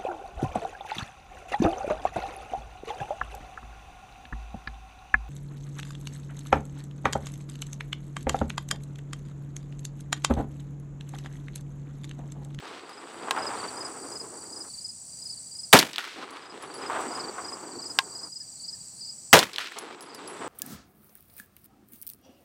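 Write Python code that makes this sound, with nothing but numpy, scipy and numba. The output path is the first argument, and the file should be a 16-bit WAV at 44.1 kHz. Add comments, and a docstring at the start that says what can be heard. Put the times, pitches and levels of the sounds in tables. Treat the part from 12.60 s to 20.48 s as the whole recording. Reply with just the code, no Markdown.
"""Grassy outdoor range at dusk, microphone close to a suppressed rifle firing slow single shots.
Each shot is ragged noise bursts for blast and bolt, short wavelets for slap echoes, and scattered clicks
and noise for the hillside echo; ringing modes make the trigger resets and the brass on the bench.
Crickets, katydids and a far bird are gliding tones over a shaped noise of air and distant chorus.
Overloads pull the recorder's gain down; it holds, then climbs, and the insects swell back."""
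import sys
import numpy as np
from scipy import signal
from scipy.fft import rfft, irfft
from scipy.io import wavfile
from scipy.ndimage import uniform_filter1d
from numba import njit

SR = 44100
rng = np.random.default_rng(int(sys.argv[2]) if len(sys.argv) > 2 else 0)


def transcribe(signal):
    """Save signal, clipped to [-1, 1], as a 16-bit WAV file at the path in sys.argv[1]."""
    frames = np.atleast_2d(signal).T
    limited = np.clip(frames, -1, 1)
    pcm = np.round(limited * 32767).astype(np.int16)
    wavfile.write(sys.argv[1], SR, pcm)


N = 347508  # samples
T = np.arange(N) / SR  # s


def undb(db):
    """dB to gain."""
    return 10 ** (np.asarray(db) / 20)


def unit(x):
    """Scale to rms 1."""
    return x / np.sqrt(np.mean(x ** 2))


def band(x, hz, width_hz):
    """Two-pole band-pass, gain 1 at the centre."""
    return signal.lfilter(*signal.iirpeak(hz, hz / width_hz, SR), x)


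def walk(rate_hz, size=N):
    """Random levels held 1 / rate_hz seconds and slewed twice; spread near 1."""
    k = int(SR / rate_hz)
    steps = np.repeat(rng.standard_normal(size // k + 1), k)
    return 1.3 * uniform_filter1d(uniform_filter1d(steps, k), k)[:size]


def add(out, sound, start_s):
    """Mix a sound in at start_s; it may start before zero."""
    i = int(round(start_s * SR))
    first, last = max(i, 0), min(i + len(sound), len(out))
    if last > first:
        out[first:last] += sound[first - i:last - i]


def fade(length_s, t60_s):
    """Exponential decay, 60 dB down after t60_s."""
    return np.exp(-np.log(1000) * np.arange(int(length_s * SR)) / SR / t60_s)


def ring(modes):
    """One blow on a set of decaying modes, each with a little chance in level and a random phase."""
    t = np.arange(SR // 2) / SR
    out = np.zeros(len(t))
    for pitch_hz, level_db, t60_s in modes:
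        level = undb(level_db + 2 * rng.standard_normal())
        out += level * np.sin(2 * np.pi * (pitch_hz * t + rng.random())) * fade(.5, t60_s)
    return out


# spectrum of the air and far chorus: pitch_hz, level_db (relative density per Hz)
FIELD_SPECTRUM = [(18, -42.5), (30, -11), (95, 1.5), (176, -2), (443, -18), (772, -16.5), (1380, -25.5),
                  (3660, -29), (4650, -7), (5300, -14), (5890, -19.5), (6380, -18), (7880, 0), (8900, -9.5),
                  (9900, -27.5), (15200, -29), (16500, -42.5)]
FIELD_DB = -46


def field():
    """Distant chorus and air: noise shaped in frequency, gently flickering."""
    pitch_hz, level_db = np.transpose(FIELD_SPECTRUM)
    f = np.maximum(np.arange(N // 2 + 1) * SR / N, 1)
    shape = undb(np.interp(np.log(f), np.log(pitch_hz), level_db))
    noise = irfft(rfft(rng.standard_normal(N)) * shape, N)
    return unit(noise * undb(1.0 * walk(6.7))) * undb(FIELD_DB)


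# far bird's whistles: start_s, top_hz, level_db
BIRD_WHISTLES = [(5.8, 1770, -62), (6.128, 1830, -61.5)]


def bird():
    """Far bird: short whistles whose pitch and level arch up and down."""
    out, u = np.zeros(N), np.linspace(-1, 1, int(0.036 * SR))
    for start_s, top_hz, level_db in BIRD_WHISTLES:
        tone = np.sin(2 * np.pi * np.cumsum(top_hz - 300 * u ** 2) / SR)
        add(out, undb(level_db) * np.sqrt(1 - u ** 2) * tone, start_s)
    return out


# nearer field crickets: top_hz, level_db, last_chirp_s (list, the last chirp of each phrase)
CRICKET_PHRASES = [(5050, -32.5, [.384, .876, 1.26, 1.61, 2.016, 2.3, 2.71, 3.043, 3.909, 4.271, 4.605, 4.937, 5.311, 5.643, 5.813, 6.138, 6.501, 7.551]),
                   (4680, -37.5, [0.303, 1.09, 2.191, 2.78, 3.785, 4.161, 4.692, 5.242, 6.089, 6.481, 7.577]),
                   (4820, -44, [.49, .63, .991, 1.476, 1.865, 2.58, 2.922, 5.12, 5.501, 5.671, 5.929, 6.259, 6.53, 7.67])]
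LAST_GAP_S, RUSH_S = .044, .0065  # gap before the last chirp; each earlier gap is shorter by this
WARM_UP_HZ, WARM_UP_DB = 10, .5  # the k-th chirp before the last is lower and softer by k cubed times these
FAR_CRICKET_HZ, FAR_CRICKET_DB, FAR_PHRASE_S = 4870, -53.5, 0.18  # mean pitch, level and phrase spacing


def crickets():
    """Phrases of four arched chirps that grow louder, higher and slower; far ones sing at random."""
    phrases = [(last_s, top_hz, level_db) for top_hz, level_db, ends_s in CRICKET_PHRASES for last_s in ends_s]
    chance = rng.standard_normal((int(N / SR / FAR_PHRASE_S), 3))
    for k, (late, sharp, loud) in enumerate(chance):
        phrases.append((FAR_PHRASE_S * (k + .4 * late), FAR_CRICKET_HZ + 90 * sharp, FAR_CRICKET_DB + 2.5 * loud))
    out, u = np.zeros(N), np.linspace(0, 1, int(0.03 * SR))
    envelope = np.sin(np.pi * u ** 0.7) ** 1.4
    for last_s, top_hz, level_db in phrases:
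        for k in range(4):  # counted back from the last chirp
            pitch_hz = top_hz - WARM_UP_HZ * k ** 3 - 520 * ((u - .34) / 0.5) ** 2
            chirp = envelope * np.sin(2 * np.pi * np.cumsum(pitch_hz) / SR)
            before_s = k * LAST_GAP_S - RUSH_S * k * (k - 1) / 2
            chirp_db = level_db - WARM_UP_DB * k ** 3 + 1.6 * rng.standard_normal()
            add(out, undb(chirp_db) * chirp, last_s - before_s - .014)  # starts about half a chirp early
    return out


def trill(top_hz, drop_hz, pulses_hz, share):
    """Wing strokes: each pulse is a tone that arches up to its top and falls further."""
    cycle = (np.cumsum(pulses_hz * (1 + 0.012 * walk(2.2))) / SR + rng.random()) % 1
    u = np.minimum(cycle / share, 1)  # silent once it reaches 1
    pitch_hz = top_hz - drop_hz * ((u - .3) / 0.56) ** 2 + 45 * walk(40)
    envelope = np.sin(np.pi * u) * undb(1.3 * walk(30))
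    return unit(envelope * np.sin(2 * np.pi * np.cumsum(pitch_hz) / SR))


# steady trills: top_hz, drop_hz (scale of the fall), pulses_hz, share (sounding part of a pulse), level_db
STEADY_TRILLS = [(5927, 480, 74, .75, -57), (7920, 380, 15.6, 0.38, -51), (7120, 800, 55, 0.42, -57.5),
                 (8600, 450, 60, 0.93, -55.5), (7820, 870, 58, 0.55, -56.5)]
# course of the nearest katydid: time_s, top_hz, level_db
NEAR_KATYDID = [(0, 9340, -53.5), (3.1, 9400, -51), (4.2, 9100, -54), (4.95, 8920, -60), (4.999, 8660, -85),
                (7.88, 8900, -70)]
BUZZ_FROM_S, BUZZ_EVERY_S, BUZZ_S, BUZZ_DB = 4.53, .3635, .06, -55  # short high buzz, repeated


def insects():
    """Trills at several distances, near katydid, short buzz and crickets, smeared by the grass."""
    time_s, top_hz, level_db = np.transpose(NEAR_KATYDID)
    katydid = trill(np.interp(T, time_s, top_hz), 1200, 58.8, 1.0) * undb(np.interp(T, time_s, level_db))
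    out = katydid + crickets()
    for top_hz, drop_hz, pulses_hz, share, level_db in STEADY_TRILLS:
        out = out + trill(top_hz, drop_hz, pulses_hz, share) * undb(level_db + 0.67 * walk(8.8))
    gate = (T > BUZZ_FROM_S) * ((T - BUZZ_FROM_S) % BUZZ_EVERY_S < BUZZ_S)
    out = out + undb(BUZZ_DB) * gate * trill(9080, 250, 108.0, 1.0)
    grass = rng.standard_normal(SR // 5) * fade(.2, .15)
    smear = signal.fftconvolve(out, grass / np.linalg.norm(grass))[:N]
    return out + undb(-15) * smear


# spent cases landing on the bench: start_s, tick_db, ring_db
BRASS_BOUNCES = [(.077, -38, -48), (.294, -30, -43), (.532, -50, -48), (3.707, -28, -36.5),
                 (3.763, -37, -44), (4.023, -33, -36.5), (4.141, -40, -36), (4.406, -39, -51),
                 (4.6, -62.5, -60), (7.186, -13, -25), (7.408, -25, -23.5), (7.425, -28, -48),
                 (7.547, -23, -35), (7.676, -34, -29), (7.765, -50, -54)]
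# modes of a case: multiple (of the main ring), level_db, t60_s
CASE_MODES = [(1, 0, 0.19), (.997, -7, 0.18), (1.008, -15, .08), (.47, 4.5, 0.015)]
# main ring of each shot's case: pitch_hz
CASE_RINGS = [10480, 10480, 10660]
# shots: start_s, level_db
RIFLE_SHOTS = [(-.407, 2), (3.128, 2.5), (6.729, 2)]


def brass():
    """Spent cases bouncing: each contact is a noise tick and a ring of the latest shot's case."""
    out = np.zeros(N)
    shots_s = np.transpose(RIFLE_SHOTS)[0]
    for start_s, tick_db, ring_db in BRASS_BOUNCES:
        case_hz = CASE_RINGS[np.searchsorted(shots_s, start_s) - 1]
        modes = [(multiple * case_hz, level_db, t60_s) for multiple, level_db, t60_s in CASE_MODES]
        tick = unit(band(rng.standard_normal(SR // 2), 6300, 4000)) * fade(.5, 0.023)
        add(out, undb(tick_db) * tick + undb(ring_db) * ring(modes), start_s)
    return out


# trigger resets: start_s, level_db
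TRIGGER_RESETS = [(.709, -2.5), (5.388, -2.5)]
# modes struck by a reset: pitch_hz, level_db, t60_s
TRIGGER_MODES = [(1055, -9.5, 0.063), (923, -20.5, 0.12), (814, -8, 0.024), (1170, -14, 0.027),
                 (1630, -10, 0.045), (2260, -15, 0.0057), (3000, -4, 0.0077), (3620, 0, 0.01),
                 (4880, 2, 0.0082), (9360, 1, 0.0033)]


def trigger_resets():
    """The sear slides, then seats: a snap of noise and a ring of modes with a brief rise."""
    out = np.zeros(N)
    seat = np.minimum(np.arange(SR // 2) / SR / 0.0013, 1)
    for start_s, level_db in TRIGGER_RESETS:
        snap = unit(band(band(rng.standard_normal(SR // 2), 2440, 3200), 1850, 4100))
        snap = snap * (fade(.5, 0.012) + 0.055 * fade(.5, 0.073))
        add(out, undb(level_db) * seat * (0.66 * ring(TRIGGER_MODES) + 1.0 * snap), start_s - .0005)
    return out


# berms and hillsides that scatter the shot back:
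# delay_s, level_db, bass_db (above level), treble_db (above level), fade_db_s (dB per second)
HILLSIDES = [(.1, -41, 27, 10, 900), (.16, -38.5, 1.5, -3, 196), (.205, -41.5, 5, 14.5, 34),
             (.262, -38.5, -12.5, 16.5, 86), (0.433, -30.5, -2, -3.5, 14.5), (1.089, -36.5, -18, -14, 69),
             (1.172, -28.5, -18.5, -23, 113), (1.2, -39.5, -12.5, -13, 15.5)]
SWELL_S, BASS_FADE, AIR_DB_S = 0.0024, 0.73, 9.5  # rise of a return; the bass fades slower; air eats the treble


def returns(t):
    """Bass, middle and treble echo levels: each slope swells in and fades, powers add."""
    power = np.zeros((3, len(t)))
    for delay_s, level_db, bass_db, treble_db, fade_db_s in HILLSIDES:
        late_s = np.maximum(t - delay_s, 0)
        levels_db = [level_db + bass_db - BASS_FADE * fade_db_s * late_s,
                     level_db - fade_db_s * late_s,
                     level_db + treble_db - (fade_db_s + AIR_DB_S) * late_s]
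        swell = np.clip(1 + (t - delay_s) / SWELL_S, 0, 1)
        power += (undb(levels_db) * swell) ** 2
    return np.sqrt(power)


# bands of the hillside echo, deep roll first: low_edge_hz, high_edge_hz
ECHO_BANDS = [(70, 200), (250, 477), (680, 1378), (1550, 4420)]
RUMBLE_DB = -15  # deep roll relative to the low echo


def hillside_echo(size):
    """Rolling echo: trunks and stones each return a small click, foliage returns noise."""
    low, middle, high = returns(np.arange(size) / SR)
    clicks = (rng.random(size) < 500 / SR) * rng.standard_normal(size)  # about 500 a second
    clicks = clicks * undb(1.8 * np.minimum(rng.exponential(size=size), 2))
    foliage = rng.standard_normal(size) * undb(1.6 * walk(80, size=size))
    scatter = 0.64 * unit(clicks) + foliage
    echo = np.zeros(size)
    levels = [low * undb(RUMBLE_DB), low, middle, high]
    for k, (edges_hz, level) in enumerate(zip(ECHO_BANDS, levels)):
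        part = signal.sosfilt(signal.butter(2, edges_hz, "band", fs=SR, output="sos"), scatter)
        part = unit(part * undb(2.2 * walk(60, size=size)))
        echo += (-1) ** k * part * level  # alternate signs let neighbours meet in phase
    return echo


# blast, bolt and the near berm's ring: delay_s, centre_hz, width_hz, level_db, t60_s
BLAST_BURSTS = [(0, 2987, 3000, -3.5, 0.034), (.004, 2255, 900, 15, 0.012), (.004, 7120, 9000, -15, 0.11),
                (.007, 1006, 496, 4, 0.2), (.001, 1094, 499, 1, .02), (.007, 567, 400.4, 10, 0.17),
                (.008, 254, 250, 6.5, 0.21), (.01, 2180, 2000, -1, 0.32), (.008, 139, 85.1, -6, .3),
                (0.039, 2800, 4050, 0.5, 0.019), (.061, 4000, 1950, 5, 0.039),
                (0.262, 1500, 600, -20, 0.44)]


def blast(size):
    """Gas jet, can thump, bolt and near berm as ragged bursts of band noise that decay."""
    out = np.zeros(size)
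    for delay_s, centre_hz, width_hz, level_db, t60_s in BLAST_BURSTS:
        noise = band(rng.standard_normal(SR // 2), centre_hz, width_hz)
        ragged = unit(noise * undb(4.0 * walk(300, size=SR // 2)))
        add(out, undb(level_db) * ragged * fade(.5, t60_s), delay_s)
    return out


# hard single echoes of the crack: delay_s, centre_hz, level_db
SLAP_ECHOES = [(.1, 1706, 14), (0.2044, 4100, -3.5), (.213, 2960, -7), (0.232, 2500, 4), (.2545, 1950, 11),
               (.2615, 1500, 1), (.305, 1400, -18.5), (.315, 1700, -1), (.432, 860, -16.5),
               (1.086, 854, -21.5), (1.171, 820, -13), (1.194, 1050, -17)]


def slaps(size):
    """Each slap is a crack of little more than one cycle, again via the ground, and a short smear."""
    out = np.zeros(size)
    t = np.arange(-100, 100) / SR
    for delay_s, centre_hz, level_db in SLAP_ECHOES:
        crack = np.sin(2 * np.pi * centre_hz * t + np.pi / 4) * np.exp(-(centre_hz * t / 0.23) ** 2 / 2)
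        crack = signal.lfilter(*signal.butter(2, 0.96 * centre_hz, "high", fs=SR), crack)
        smear = unit(band(rng.standard_normal(SR // 10), centre_hz, centre_hz)) * fade(.1, .025)
        add(out, undb(level_db) * crack, delay_s + t[0])
        add(out, .9 * undb(level_db) * crack, delay_s + t[0] + .00023)  # ground path
        add(out, undb(level_db - 22) * smear, delay_s)
    return out


# where the faded echo of each shot but the last stops abruptly: time_s
ECHO_STOPS = [2.09, 5.69]


def rifle():
    """Shots with their slaps and hillside echoes, the trigger resets and the brass."""
    out = trigger_resets() + brass()
    size = 3 * SR
    for (start_s, level_db), stop_s in zip(RIFLE_SHOTS, ECHO_STOPS + [np.inf]):
        near = blast(size) + slaps(size)
        echo = hillside_echo(size) * (start_s + np.arange(size) / SR < stop_s)
        add(out, undb(level_db) * (near + echo), start_s)
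    return out


def scene():
    """All sources at the microphone."""
    return (field() + bird() + insects() + rifle())[None]


@njit
def gain_control(x, cut, attack, hold, release, held):
    """Gain in dB: an overload pulls it down, it holds, then climbs at a steady rate."""
    out, db = np.empty(len(x)), -cut
    for i in range(len(x)):
        if abs(x[i]) > 2.2 and held <= 0:
            held = hold
        held -= 1
        db = db - (db + cut) * attack if held > 0 else min(db + release, 0.)
        out[i] = db
    return out


GAIN_CUT_DB, ATTACK_S, HOLD_S, RELEASE_DB_S = 16.5, 0.024, 0.72, 30  # hold includes the attack
TOP_HZ = 16000  # top of the recorder's range


def record(dry):
    """Gain control around an input that overloads; a coupling capacitor tilts the flat tops."""
    held = (HOLD_S + RIFLE_SHOTS[0][0]) * SR  # still down from the shot just before the start
    db = gain_control(dry[0], 1. 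* GAIN_CUT_DB, 1 / (ATTACK_S * SR), HOLD_S * SR, RELEASE_DB_S / SR, held)
    after = 0.31  # share of the cut that follows the overload stage
    clipped = 0.7 * np.tanh(dry * undb((1 - after) * db) / 0.77)
    tilted = signal.lfilter(*signal.butter(1, 200, "high", fs=SR), clipped) * undb(after * db)
    return signal.sosfilt(signal.ellip(8, .2, 90, TOP_HZ, fs=SR, output="sos"), tilted)


dry = scene()
out = record(dry)
transcribe(out)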